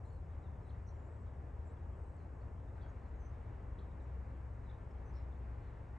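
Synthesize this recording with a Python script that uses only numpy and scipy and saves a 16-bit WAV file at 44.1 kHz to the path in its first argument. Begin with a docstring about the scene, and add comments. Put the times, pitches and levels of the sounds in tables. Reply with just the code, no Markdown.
"""Far traffic over an open grass field: band-shaped noise makes a low rumble and a soft, patchy tyre wash.
Idling engines add a few wavering sine hum lines, and short rings make two dull knocks.
Small birds chirp far off as sines on pitch tracks, with a dull scattered echo and a flock heard only as echo.
The microphone pair hisses faintly."""
import sys
import numpy as np
from scipy import signal
from scipy.fft import rfft, irfft
from scipy.io import wavfile
from scipy.ndimage import uniform_filter1d, map_coordinates

SR = 44100
rng = np.random.default_rng(int(sys.argv[2]) if len(sys.argv) > 2 else 0)


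def wav_out(sig):
    """Save sig, one row per channel (or a flat mono array), as 16-bit PCM at SR to the path in sys.argv[1]."""
    wavfile.write(sys.argv[1], SR, np.round(np.clip(np.atleast_2d(sig).T, -1, 1) * 32767).astype(np.int16))


def gain_from_db(level_db):
    """Turn a decibel level (scalar or array-like) into a linear amplitude factor."""
    decades = np.asarray(level_db, float) / 20
    return 10 ** decades


N = 263718
FREQS = np.maximum(np.fft.rfftfreq(N, 1 / SR), 1)


def in_time(rows):
    """Draws the columns of a table out to every sample."""
    s, *columns = np.transpose(rows)
    return [np.interp(np.arange(N) / SR, s, c) for c in columns]


def in_pitch(rows):
    """Draws the columns of a table out over log frequency."""
    hz, *columns = np.transpose(rows)
    return [np.interp(np.log(FREQS), np.log(hz), c) for c in columns]


def drift(rate):
    """Smooth chance that wanders through the given number of random knots per s, spread near 1."""
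    knots = rng.standard_normal(int(N / SR * 500))
    return map_coordinates(knots, [np.arange(N) / SR * min(rate, 490)], order=3)


def to_pair(near, far):
    """Spectra for both microphones: the right one hears a turned share of the left plus sound of its own."""
    # the microphone pair: [f/Hz, left-right likeness 0-1, right leads/rad, left minus right/dB]
    pair = [(60, .995, 0, 2.0), (130, .97, .05, 2.5), (260, .9, .2, 2.7), (430, .76, .4, 2.9),
            (700, .46, -.1, 2.6), (1050, .5, .15, 1.7), (1450, .62, 1.15, .6), (1950, .72, .6, -.1),
            (2130, .95, .1, -.7), (2550, .97, -.15, -.8), (3300, .95, -.7, -.6), (5000, .97, -.12, 0),
            (7300, .97, 0, 0), (7900, .88, -.45, 0), (8500, .95, 0, 0), (9300, .8, 1.9, 0),
            (10300, .87, 3.1, 0), (11300, .65, 6.2, 0)]
    alike, turn, balance_db = in_pitch(pair)
    alike = np.clip(alike, 0, 1)
    right = alike * near + np.sqrt(1 - alike ** 2) * far
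    right = right * np.exp(1j * turn)
    return np.array([near * gain_from_db(balance_db / 2), right * gain_from_db(-balance_db / 2)])


def field_noise(spectrum):
    """Spectra of noise arriving from all around, shaped within the table's band, rms 1 in the left-right mean."""
    inside = (FREQS > spectrum[0][0]) & (FREQS < spectrum[-1][0])
    both = to_pair(*rfft(rng.standard_normal((2, N))))
    both = both * gain_from_db(in_pitch(spectrum)[0]) * inside
    return both / np.std(irfft(both.mean(axis=0), N))


def rumble():
    """Low traffic noise from all around, thinning very slowly."""
    # relative spectrum of the rumble: [f/Hz, level/dB per Hz]
    rumble_spectrum = [(8.8, -42.5), (15, -18.5), (49, -2.5), (70, 0), (114, -8), (135, -10), (193, -24.5),
                       (260, -22.5), (340, -53.5), (570, -120)]
    start_db, slope_db_per_s = -50.5, -0.04
    t = np.arange(N) / SR
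    return gain_from_db(start_db + slope_db_per_s * t) * irfft(field_noise(rumble_spectrum), N)


def tyre_wash():
    """Tyre noise in two bands: nearer cars brighten the top, moving air makes both bands patchy."""
    # relative spectrum of the wash before the bands move: [f/Hz, level/dB per Hz]
    wash_spectrum = [(100, -24), (170, -3.5), (210, -9.5), (475, -9.5), (685, -13), (905, -13.5),
                     (1300, -20), (1860, -24), (2300, -30.5), (2700, -35.5), (3200, -43.5), (4200, -47.5),
                     (6000, -59.5)]
    # top of the wash, rising as a car draws nearer, with a brief lift near the knocks: [t/s, level/dB]
    nearing = [(0, -3.5), (.9, -0.5), (1.6, -2), (2.72, -2), (2.85, 2.5), (3.05, 0), (3.6, 0.5), (4.4, 1),
               (5.2, 1), (5.98, 2.5)]
    wash_db = -59.5
    wash = field_noise(wash_spectrum)
    top = 1 / (1 + (1400 / FREQS) ** 4)  # share of the wash above about 1400 Hz
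    body = gain_from_db(0.52 * drift(5)) * irfft(wash * (1 - top), N)
    sizzle = gain_from_db(in_time(nearing)[0] + 1.0 * drift(9)) * irfft(wash * top, N)
    return gain_from_db(wash_db) * (body + sizzle)


def engines():
    """Each engine hum line is a sine that wavers a little in pitch and strength on its long path."""
    # hum lines before wavering and panning, each loudest at one moment:
    # [f/Hz, loudest level/dB rms, t/s of the loudest moment, loss/dB per s away from it]
    hum_lines = [(42.8, -58, 6.3, 1), (64.1, -48, 4.72, 2), (77.7, -52.5, 1, 1.5), (89, -59, 6.1, 0.15),
                 (111.36, -58, 4.5, 0.7)]
    pan_db = 2.0  # left minus right
    out, t = np.zeros(N), np.arange(N) / SR
    for hz, peak_db, at, loss_db in hum_lines:
        track_hz = hz + .3 * drift(1.49)
        phase = 2 * np.pi * np.cumsum(track_hz) / SR + rng.uniform(0, 2 * np.pi)
        level_db = peak_db - loss_db * np.abs(t - at) + 1.5 * drift(2.3)
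        out += np.sqrt(2) * gain_from_db(level_db) * np.sin(phase)  # root 2: rms to peak
    return out * gain_from_db(np.array([[.5], [-.5]]) * pan_db)


def add_tone(out, start, hz, height):
    """Adds one sine that follows a pitch track."""
    at = round(start * SR)
    out[at:at + len(hz)] += height * np.sin(2 * np.pi * np.cumsum(hz) / SR)


def knocks():
    """Each dull far knock sets a few short, wide, decaying rings going."""
    # rings of one knock: [f/Hz, width/Hz, level/dB]
    knock_modes = [(1520, 170, 0), (2000, 300, -8), (2550, 400, -13)]
    # the knocks: [t/s, level/dB]
    knock_times = [(2.781, -51), (2.862, -46.5)]
    out, t = np.zeros(N), np.arange(round(.02 * SR)) / SR
    for start, knock_db in knock_times:
        for hz, width_hz, mode_db in knock_modes:
            ring = np.exp(-np.pi * width_hz * t) * np.minimum(t / 0.0006, 1)  # 0.6 ms onset
            add_tone(out, start, np.full(len(t), hz), gain_from_db(knock_db + mode_db) * ring)
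    return out


def near_birds(waver_hz):
    """All directly heard bird voices; moving air makes far tones flutter in level."""
    voices = whistles(notes(), waver_hz) + chips(waver_hz) + trills(waver_hz) + warble(waver_hz)
    flutter_db = 1.5 * drift(150) + 1.1 * drift(60)
    return voices * gain_from_db(flutter_db)


def notes():
    """Glides, arches and scoops as rows of start, length, first, middle and last pitch, and level."""
    # straight glides: [start t/s, length/s, first f/Hz, last f/Hz, level/dB]
    glide_rows = [(0.042, 0.023, 3900, 4300, -84), (0.075, .009, 4150, 4100, -83),
                  (.05, .014, 8800, 8100, -85), (.07, .02, 8150, 7900, -89), (3.29, .013, 6340, 6300, -84),
                  (0.427, 0.055, 3960, 3500, -82), (.622, .014, 5500, 5100, -85),
                  (0.636, .045, 4140, 3800, -87), (0.658, 0.063, 8450, 8650, -88.5),
                  (0.865, 0.041, 5820, 5620, -75.5), (0.887, 0.0071, 4250, 4200, -77),
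                  (0.923, 0.17, 7230, 7120, -88.5), (1.04, .16, 7550, 8000, -89),
                  (1.2, 0.041, 8000, 7500, -87), (1.762, .02, 3570, 3250, -82),
                  (2.17, .063, 4530, 3900, -89), (2.414, .014, 4350, 4440, -82),
                  (2.824, 0.019, 4650, 4350, -78), (0.17, 0.02, 4050, 3850, -88),
                  (1.925, .012, 7750, 7600, -88), (3.15, .047, 6800, 6350, -90),
                  (1.955, .02, 7400, 8100, -88), (1.986, .015, 8700, 8000, -88),
                  (2.014, .012, 7950, 7600, -86), (2.036, .014, 8200, 7600, -86),
                  (2.06, 0.028, 8650, 7600, -86), (2.09, .015, 7950, 7600, -87),
                  (2.116, .015, 8300, 7850, -88), (2.137, .016, 8300, 7750, -87),
                  (2.161, .015, 8150, 7200, -85), (3.02, .05, 4450, 4050, -91),
                  (2.88, 0.028, 6500, 6600, -84), (3.078, .02, 7250, 7320, -86),
                  (3.997, 0.021, 4100, 3520, -83), (4.016, 0.034, 8300, 6800, -85),
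                  (4.02, .03, 6000, 5650, -89), (4.628, .028, 4150, 4050, -88),
                  (4.66, 0.025, 4050, 3700, -83), (4.907, 0.013, 5530, 5100, -81.5),
                  (5.138, 0.071, 4470, 3900, -83.5), (5.32, 0.014, 3780, 3360, -79),
                  (1.26, .035, 3900, 3550, -87), (5.6, .15, 4500, 3650, -92),
                  (2.893, .024, 5800, 5800, -90)]
    # arched notes: [start t/s, length/s, first and last f/Hz, crest f/Hz, level/dB]
    arch_rows = [(5.051, .062, 5900, 6120, -82), (2.672, .034, 3900, 3650, -86)]
    # scooped notes: [start t/s, length/s, middle f/Hz, last f/Hz, level/dB]
    scoop_rows = [(0.042, 0.094, 7120, 7300, -87), (0.867, .042, 6120, 6400, -78.5),
                  (1.648, 0.091, 7370, 8900, -83.5), (1.652, .062, 8000, 8500, -89),
                  (2.824, 0.0306, 3270, 3550, -75)]
    scoop_start = 0.08  # scoops start this share above their middle pitch
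    glides = [(s, length, first, (first + last) / 2, last, db) for s, length, first, last, db in glide_rows]
    arches = [(s, length, end, crest, end, db) for s, length, end, crest, db in arch_rows]
    scoops = [(s, length, low * (1 + scoop_start), low, last, db) for s, length, low, last, db in scoop_rows]
    return glides + arches + scoops


def whistles(rows, waver_hz):
    """Each note is a sine that bends smoothly through three pitches under a rounded swell."""
    out = np.zeros(N)
    for start, length, first_hz, middle_hz, last_hz, level_db in rows:
        u = np.linspace(0, 1, round(length * SR))
        bend_hz = middle_hz - (first_hz + last_hz) / 2
        hz = first_hz + (last_hz - first_hz) * u + 4 * u * (1 - u) * bend_hz
        hz = hz + waver_hz[round(start * SR):][:len(u)]
        add_tone(out, start, hz, gain_from_db(level_db) * np.sin(np.pi * u) ** .35)
    return out


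def chips(waver_hz):
    """Every chip follows the same rounded pitch zigzag, stressed on a different part."""
    # zigzag of one chip, down, up, down: [share of length, f/Hz]
    chip_pitch = [(0, 4050), (.23, 3170), (.58, 4450), (1, 2950)]
    # chips: [start t/s, length/s, share of the full pitch swing,
    #         level/dB at the dip, on the rise, at the crest, on the last fall]
    chip_rows = [(0.682, 0.029, 1.0, -82, -74, -74, -71), (2.809, 0.026, 1.0, -74, -75.5, -79, -95),
                 (3.786, 0.023, 1.07, -66, -69.5, -83, -75), (4.69, 0.029, .55, -67, -68, -82, -72)]
    middle_hz, onset_db = 3720, -6  # the first fall starts 6 dB under the dip
    out, (share, pitch_hz) = np.zeros(N), np.transpose(chip_pitch)
    for start, length, swing, *levels_db in chip_rows:
        u = np.linspace(0, 1, round(length * SR))
        hz = np.interp(u, share, middle_hz + swing * (pitch_hz - middle_hz))
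        hz = uniform_filter1d(hz, len(u) // 10, mode="nearest")  # rounds the corners
        hz = hz + waver_hz[round(start * SR):][:len(u)]
        stress_at = [0, share[1], .42, share[2], .82]
        level_db = np.interp(u, stress_at, [levels_db[0] + onset_db, *levels_db])
        add_tone(out, start, hz, gain_from_db(level_db) * np.sin(np.pi * u) ** 0.13)
    return out


def trills(waver_hz):
    """Slightly uneven beats, each dropping in pitch, under a swell."""
    # trills: [start t/s, length/s, f/Hz, drop per beat/Hz, beats per s, lift at the middle/Hz, level/dB]
    trill_rows = [(0.092, 0.083, 8350, 900, 60, 0, -85), (0.096, .06, 4330, 400, 53, 0, -78.5),
                  (5.136, 0.069, 5200, 1100, 131, 330, -72.5), (5.152, 0.075, 3800, 700, 120, 0, -84)]
    spread_db, spread_hz = 1.5, 90  # beats differ in strength and pitch
    out = np.zeros(N)
    for start, length, centre_hz, drop_hz, per_s, lift_hz, level_db in trill_rows:
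        u = np.linspace(0, 1, round(length * SR))
        beats = np.cumsum(1 + .03 * drift(66)[:len(u)]) * per_s / SR
        beat = beats % 1  # place within the beat
        louder, higher = rng.standard_normal((2, 40))[:, beats.astype(int)]
        lift = np.exp(-((u - .5) / .22) ** 2)
        hz = centre_hz + lift_hz * lift + spread_hz * higher
        hz = hz + waver_hz[:len(u)] + drop_hz * (.5 - beat)
        swell = np.sin(np.pi * u) ** .6 * np.sin(np.pi * beat) ** 2.8
        add_tone(out, start, hz, gain_from_db(level_db + spread_db * louder) * swell)
    return out


def warble(waver_hz):
    """A held note whose pitch swings evenly up and down, loudest at each dip."""
    # the note: [start t/s, length/s, f/Hz, swing/Hz, dips per s, loss between dips/dB, level/dB]
    warble_note = (3.197, .091, 6160, 120, 66, 6, -76)
    start, length, centre_hz, swing_hz, per_s, loss_db, peak_db = warble_note
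    out = np.zeros(N)
    u = np.linspace(0, 1, round(length * SR))
    high = np.cos(2 * np.pi * per_s * length * u)
    hz = centre_hz + swing_hz * high + .5 * waver_hz[:len(u)]
    level_db = peak_db - loss_db * (1 + high) / 2
    add_tone(out, start, hz, gain_from_db(level_db) * np.sin(np.pi * u) ** .3)
    return out


def far_flock():
    """Random short falling chirps, as note rows for whistles()."""
    # flock farther off: [calls per s, lowest f/Hz, highest f/Hz of mid-call pitch, lowest level/dB]
    flock_calls = (26, 2700, 4000, -91.5)
    per_s, low_hz, high_hz, level_db = flock_calls
    chance = rng.random((200, 5))
    start = np.cumsum(-np.log(1 - chance[:, 0])) / per_s  # random gaps
    length = .015 + .05 * chance[:, 2]
    hz = low_hz + (high_hz - low_hz) * chance[:, 1] ** 1.7  # favours low calls
    first_hz = hz * (1 + .15 * chance[:, 3])
    rows = np.c_[start, length, first_hz, hz, hz * .94, level_db + 6 * chance[:, 4]]
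    return list(rows[start < N / SR - .1])


def scattered(x):
    """Grass and trees return a short dull blur from all round, modelled as decaying noise."""
    t = np.arange(round(.3 * SR)) / SR
    decay = gain_from_db(-20 * t / .08)  # 20 dB down every 80 ms
    scatter = rng.standard_normal((2, len(t))) * decay * np.minimum(t / .02, 1)  # builds up over 20 ms
    scatter = scatter / np.linalg.norm(scatter[0])
    blur = rfft(signal.fftconvolve([x], scatter, axes=1)[:, :N])
    return to_pair(*blur / (1 + (FREQS / 5500) ** 4))  # dull above 5500 Hz


def hiss():
    """Spectra of the microphone pair's faint hiss: steady shaped noise."""
    # relative spectrum of the hiss: [f/Hz, level/dB per Hz]
    hiss_spectrum = [(2000, -16.5), (3500, -13), (5000, 0.5), (7500, 2), (8500, -0.5), (9500, -2),
                     (10400, -9), (11000, -11.5), (12200, -12.5), (12700, -33.5)]
    return gain_from_db(-90.5) * field_noise(hiss_spectrum)


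def scene():
    """Engines, near birds and knocks are direct sources; echoes, road and hiss come from all round."""
    waver_hz = 60.0 * drift(220)  # unsteady voices
    near = near_birds(waver_hz) + knocks()
    flock = whistles(far_flock(), 4.0 * waver_hz)  # heard only as scattered sound
    lag_s = np.array([[0], [7e-6]])  # later on the right
    direct = to_pair(rfft(near), 0) * np.exp(-2j * np.pi * FREQS * lag_s)
    echoes = scattered(gain_from_db(-4) * near + flock)
    return rumble() + tyre_wash() + engines() + irfft(direct + echoes + hiss(), N)


def band_limit(x):
    """A steep low-pass at the top of the band."""
    return signal.sosfilt(signal.butter(12, 12500, fs=SR, output="sos"), x)


def record(dry):
    """Softens both ends over 2 ms so that they do not click, and finishes the mix."""
    n = np.arange(N)
    fade = np.minimum(np.minimum(n, N - 1 - n) / (.002 * SR), 1)
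    mix = dry * fade
    return band_limit(mix)


dry = scene()
out = record(dry)
wav_out(out)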